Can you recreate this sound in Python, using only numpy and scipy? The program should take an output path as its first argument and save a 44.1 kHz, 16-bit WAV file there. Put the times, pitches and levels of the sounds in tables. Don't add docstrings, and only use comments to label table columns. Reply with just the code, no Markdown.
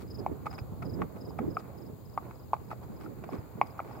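import sys
import numpy as np
from scipy import signal
from scipy.fft import rfft, irfft
from scipy.io import wavfile

SR = 44100
rng = np.random.default_rng(int(sys.argv[2]) if len(sys.argv) > 2 else 0)


def transcribe(signal):
    frames = np.atleast_2d(signal).T
    limited = np.clip(frames, -1, 1)
    pcm = np.round(limited * 32767).astype(np.int16)
    wavfile.write(sys.argv[1], SR, pcm)


N = 176400
TIME = np.arange(N) / SR
GRIT_PAN_DB = 9


def hooves():
    # t/s, level/dB, cup f/Hz, wall f/Hz, wall re cup/dB, clack f/Hz, clack re cup/dB, ring/s
    landings = [(.2632, -19, 790, 994, -11.5, 2240, -20, 0.0012),
                (.4666, -28, 830, 1236, 0.5, 2400, -17, 0.0018),
                (.5875, -44, 765, 1280, -10, 2430, 4.5, 0.0011),
                (0.8267, -49.5, 830, 1300, 7.5, 2470, 6, 0.0024),
                (1.0187, -29.5, 775, 1170, 4, 1920, -7.5, 0.001),
                (1.3065, -41.5, 830, 1130, -22, 2300, -30, 0.0011),
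                (1.3898, -25.5, 783, 1267, -9, 2230, -15, 0.0014),
                (1.5686, -28.5, 734, 1260, 7, 2360, -10.5, 0.0015),
                (2.1760, -21.5, 845, 1147, -2, 2080, -19, .0011),
                (2.1827, -37, 900, 1190, 3.5, 2050, -21, .0011),
                (2.5327, -15.5, 852, 1056, -6, 2400, -25, .0011),
                (2.5395, -28, 740, 1070, 3.5, 2260, -25, 0.00065),
                (2.5655, -39.5, 760, 1200, -7, 2320, -17, 0.00081),
                (2.7143, -31.5, 864, 1276, -2.5, 2150, -15, 0.0018),
                (2.7303, -32, 680, 1230, -10, 2300, -27, 0.00089),
                (3.0612, -49, 880, 1330, 9, 2300, -20, 0.0015),
                (3.2385, -34.5, 706, 1230, -24, 2490, -13, 0.00077),
                (3.2905, -30.5, 710, 1110, -16, 2300, -27, 0.0011),
                (3.3320, -41, 675, 1130, 4.5, 2330, -10, 0.0011),
                (3.6137, -12.5, 840, 1052, -5.5, 2250, -9, 0.0011),
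                (3.7920, -31.5, 830, 1264, 5.5, 2140, -30, 0.0012),
                (3.8020, -25.5, 746, 1080, -13, 2230, -14, .0008),
                (3.9105, -37.5, 810, 1130, -21, 2300, -19, .0015)]
    wall_lag_s, clack_ring_s, tick_s = 0.00027, 0.00076, 0.00087
    cup_skew_s, wall_skew_s, clack_skew_s = -0.000028, 0.00009, 0.00005
    ports = np.array([[-0.5], [0.5]])
    t = np.arange(SR // 20) / SR
    tick_envelope = amp(-29) * t / tick_s * np.exp(-t / tick_s)
    tick_lowpass = signal.butter(1, 6000, fs=SR)
    out = np.zeros((2, N))
    for s, db, cup_hz, wall_hz, wall_db, clack_hz, clack_db, ring_s in landings:
        cup = mode(t - ports * cup_skew_s, cup_hz, ring_s)
        wall = mode(t - wall_lag_s - ports * wall_skew_s, wall_hz, 1.21 * ring_s)
        wall *= pan(db=1.1) * amp(wall_db)
        clack = mode(t - ports * clack_skew_s, clack_hz, clack_ring_s)
        clack *= pan(db=-1.3) * amp(clack_db)
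        tick = pan(GRIT_PAN_DB) * tick_envelope * rng.standard_normal((2, len(t)))
        add(out, s, amp(db) * (cup + wall + clack + signal.lfilter(*tick_lowpass, tick)))
    return signal.lfilter(*signal.butter(2, 197, "high", fs=SR), out)


def scuffs():
    slides = [(.002, 0.038, -57.5, -13), (.457, 0.025, -42.5, -26), (0.512, 0.01, -50, -25),
              (0.526, 0.026, -51, -21), (0.578, 0.018, -46.5, -24.5), (.820, 0.019, -45, -28),
              (1.017, 0.013, -37.5, -35), (1.386, 0.013, -41, -34), (1.589, 0.023, -61.5, -10),
              (1.158, 0.023, -59.5, -24), (2.309, 0.0095, -50.5, -26), (2.538, 0.011, -46, -25),
              (2.702, .042, -48.5, -26), (2.827, 0.021, -61.5, -16.5), (2.999, 0.085, -60, -17),
              (3.238, 0.013, -48.5, -25), (3.311, 0.074, -56.5, -18.5), (3.67, 0.0069, -73, 3),
              (3.777, 0.03, -56.5, -23), (3.842, 0.16, -64, -18)]
    crunch_levels = [(0, -68), (.5, -63), (.75, -72), (1.15, -62.5), (1.3, -81), (1.65, -57), (2.1, -88),
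                     (2.25, -55.5), (2.48, -78), (2.6, -66), (3.2, -62), (3.4, -57), (3.5, -63),
                     (3.7, -60.5), (4, -57.5)]
    scrape_spectrum = [(300, -26), (700, 12.5), (1350, 7), (1750, -1.5), (2450, -1.5), (3000, -19),
                       (4500, -37.5), (9000, -56)]
    sand_spectrum = [(1500, -31), (3000, -7.5), (4500, -3.5), (6000, -10), (8000, -10), (11000, -13),
                     (16000, -24)]
    clicks_per_s, spread_db = 2500, 2.5
    grit = rng.standard_normal((3, N)) * (rng.random(N) < clicks_per_s / SR)
    grit *= amp(spread_db * np.minimum(rng.exponential(1, N), 3))
    grit = unit(grit[2] + 1.8 * grit[:2])
    scrape = grit * curve(crunch_levels)
    sand = np.zeros((2, N))
    for s, length_s, db, sand_db in slides:
        clicks = grit[:, round(s * SR):][:, :round(length_s * SR)]
        envelope = np.sin(np.pi * np.linspace(0, 1, clicks.shape[1]) ** 0.52)
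        stroke = amp(db) * unit(clicks * envelope)
        add(scrape, s, stroke)
        add(sand, s, amp(sand_db) * stroke)
    return colour(scrape, scrape_spectrum) + pan(GRIT_PAN_DB) * colour(sand, sand_spectrum)


def cricket():
    chirps = [(.099, -49, 3), (.499, -52.5, 4.5), (.848, -55, 8), (1.203, -56, 7), (1.498, -61, 12),
              (1.772, -66.5, 14), (2.048, -70.5, 18), (2.345, -71, 18), (2.635, -75, 18), (2.956, -71, 16),
              (3.294, -70.5, 19), (3.614, -69, 17), (3.917, -73, 23)]
    wing_hz, stroke_period_s, overtone_db = 5082, 0.0415, -27
    lead_s, lead_db = 0.027, -14
    out = np.zeros((2, N))
    for s, db, side_db in chirps:
        gain = amp(db) * pan(side_db / 2)
        envelope, phase = wing_stroke(length_s=0.021, hz=0.985 * wing_hz)
        add(out, s - lead_s, gain * amp(lead_db) * envelope * np.sin(phase))
        for k, detune in enumerate(1 + 0.0026 * rng.standard_normal(3)):
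            envelope, phase = wing_stroke(length_s=0.025, hz=wing_hz * detune)
            tone = np.sin(phase) + amp(overtone_db) * np.sin(2 * phase)
            add(out, s + k * stroke_period_s, gain * envelope * tone)
    rasp = 1 + 0.25 * wander(hz=600)
    return out * rasp


def wing_stroke(length_s, hz, sag_hz=520):
    u = np.linspace(0, 1, round(length_s * SR))
    pitch_hz = hz - sag_hz * u ** 3.9
    return np.sin(np.pi * u) ** 1.26, 2 * np.pi * np.cumsum(pitch_hz) / SR


def roadside(x):
    echoes = [(.0027, 0.00345, -14), (.0063, .0054, -15.5)]
    t = np.arange(SR // 2) / SR
    onset = np.minimum(t / 0.015, 1)
    response = np.zeros((2, len(t)))
    for db, t60_s in ((-16, 0.05), (-24, 0.5)):
        tail = rng.standard_normal((2, len(t))) * amp(-60 * t / t60_s) * onset
        response += amp(db) * unit(tail) / np.sqrt(len(t))
    response[:, 0] += 1
    for left_s, right_s, db in echoes:
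        response[[0, 1], [round(left_s * SR), round(right_s * SR)]] += amp(db)
    return signal.fftconvolve(x, response, axes=1)[:, :N]


def bumps():
    jolts = [(.322, -32, 120), (.615, -31.5, 105), (.72, -32.5, 170), (.925, -30.5, 130), (1.028, -36, 135),
             (1.40, -31.5, 210), (1.434, -27.5, 300), (1.477, -22, 328), (1.932, -33, 130),
             (2.896, -34, 220), (3.32, -48, 110), (3.385, -31.5, 100), (3.553, -34, 160)]
    right_lag_s = 0.0012
    t = np.arange(SR // 15) / SR - np.array([[0], [right_lag_s]])
    out = np.zeros((2, N))
    for s, db, hz in jolts:
        add(out, s, amp(db) * mode(t, hz, ring_s=0.004))
    return out


def wind():
    buffet_levels = [(0, -47), (.17, -45.5), (.32, -39.5), (.39, -62.5), (.47, -39), (.56, -61), (.73, -60),
                     (.86, -41.5), (.98, -38), (1.04, -39), (1.12, -52), (1.24, -45), (1.37, -47.5),
                     (1.415, -34), (1.49, -34), (1.55, -49.5), (2.05, -51), (2.45, -58.5), (2.7, -55),
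                     (2.9, -51), (3.2, -49), (3.305, -50.5), (3.34, -39), (3.41, -45), (3.5, -73),
                     (3.59, -40), (3.72, -62), (4, -48)]
    rumble_levels = [(0, -49.5), (.28, -45.5), (.56, -48), (.84, -44), (1.0, -43), (1.13, -51.5),
                     (1.32, -48), (1.44, -42.5), (1.6, -51.5), (2.5, -52), (3.05, -50), (3.45, -53.5),
                     (4, -51.5)]
    buffet_spectrum = [(20, -51), (60, -51), (150, 1), (300, 0.5), (450, -3.5), (650, -15.5), (1000, -24.5),
                       (2000, -35.5), (5000, -68)]
    rumble_spectrum = [(20, -45), (33, -18), (52, -7.5), (78, 1), (120, 2), (180, -6), (300, -16),
                       (900, -70)]
    buffet, rumble = rng.standard_normal((2, 2, N))
    lumps = unit(amp(5.5 * np.tanh(wander(hz=32))))
    buffet = colour(buffet * lumps, buffet_spectrum) * curve(buffet_levels)
    rumble = colour(rumble, rumble_spectrum) * curve(rumble_levels)
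    return buffet * amp(0.5) * pan(db=-2.8) + rumble * amp(3) * pan(db=-1.55)


def murmur():
    spectrum = [(25, -25), (100, 1.5), (400, 6.5), (750, 0.5), (1100, -3.5), (1400, -12.5), (1750, -27),
                (2300, -44), (3200, -31), (6000, -42.5)]
    levels = [(0, -58.5), (.6, -48.5), (1.1, -51), (1.7, -51.5), (2.12, -57), (2.26, -49.5), (2.48, -57),
              (2.85, -53.5), (3.18, -59), (3.36, -55), (3.52, -54), (4, -49)]
    correlation, flutter_db = 0.4, 2.5
    left, right, common = rng.standard_normal((3, N))
    noise = np.sqrt(correlation) * common + np.sqrt(1 - correlation) * np.array([left, right])
    flutter = unit(amp(flutter_db * wander(hz=25)))
    return colour(noise * flutter, spectrum) * curve(levels) * pan(db=-1.6)


def hiss():
    left_spectrum = [(1000, -1), (3200, -10), (4500, -3.5), (5100, -8.5), (5700, -24), (6500, -6),
                     (7250, -2), (8000, -10), (9000, -13.5), (11000, -8), (14000, -0.5), (16000, -0.5)]
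    right_spectrum = [(1000, 21), (4500, 6), (5700, 1), (9000, 0), (12000, 1), (16000, -19.5)]  # f/Hz, level/dB
    left_db, right_db = -58.5, -69
    left = amp(left_db) * colour(rng.standard_normal(N), left_spectrum)
    right = amp(right_db) * colour(rng.standard_normal(N), right_spectrum)
    return np.array([left, right])


def hum_and_whine():
    tones = [(120.6, -56, 0), (14001, -84, -1.5)]  # f/Hz, rms level/dB, pan/dB
    return sum(amp(db) * pan(pan_db) * np.sqrt(2) * np.sin(2 * np.pi * hz * TIME)
               for hz, db, pan_db in tones)


def mode(t, hz, ring_s):
    u = np.maximum(t, 0) / ring_s
    return -u * np.exp(1 - u) * np.sin(2 * np.pi * hz * t)


def colour(x, spectrum):
    hz, db = np.transpose(spectrum)
    gain = amp(np.interp(np.log(np.fft.rfftfreq(N, 1 / SR) + 1), np.log(hz), db))
    return irfft(rfft(x) * unit(gain), N)


def wander(hz):
    rolloff = (1 + (np.fft.rfftfreq(N, 1 / SR) / hz) ** 2) ** 2
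    return unit(irfft(rfft(rng.standard_normal(N)) / rolloff, N))


def curve(levels):
    return amp(np.interp(TIME, *np.transpose(levels)))


def add(mix, s, sound):
    part = mix[..., max(round(s * SR), 0):][..., :sound.shape[-1]]
    part += sound[..., :part.shape[-1]]


def amp(db):
    return 10 ** (np.asarray(db) / 20)


def unit(x):
    return x / np.sqrt(np.mean(x ** 2) + 1e-20)


def pan(db):
    return amp([[db], [-db]])


def scene():
    return roadside(hooves() + scuffs() + cricket()) + bumps() + wind() + murmur()


def record(dry):
    cutoff_hz = 15850
    lowpass = signal.firwin(601, cutoff_hz, window=("kaiser", 9), fs=SR)
    return signal.oaconvolve(dry + hiss() + hum_and_whine(), lowpass[None], "same")


dry = scene()
out = record(dry)
transcribe(out)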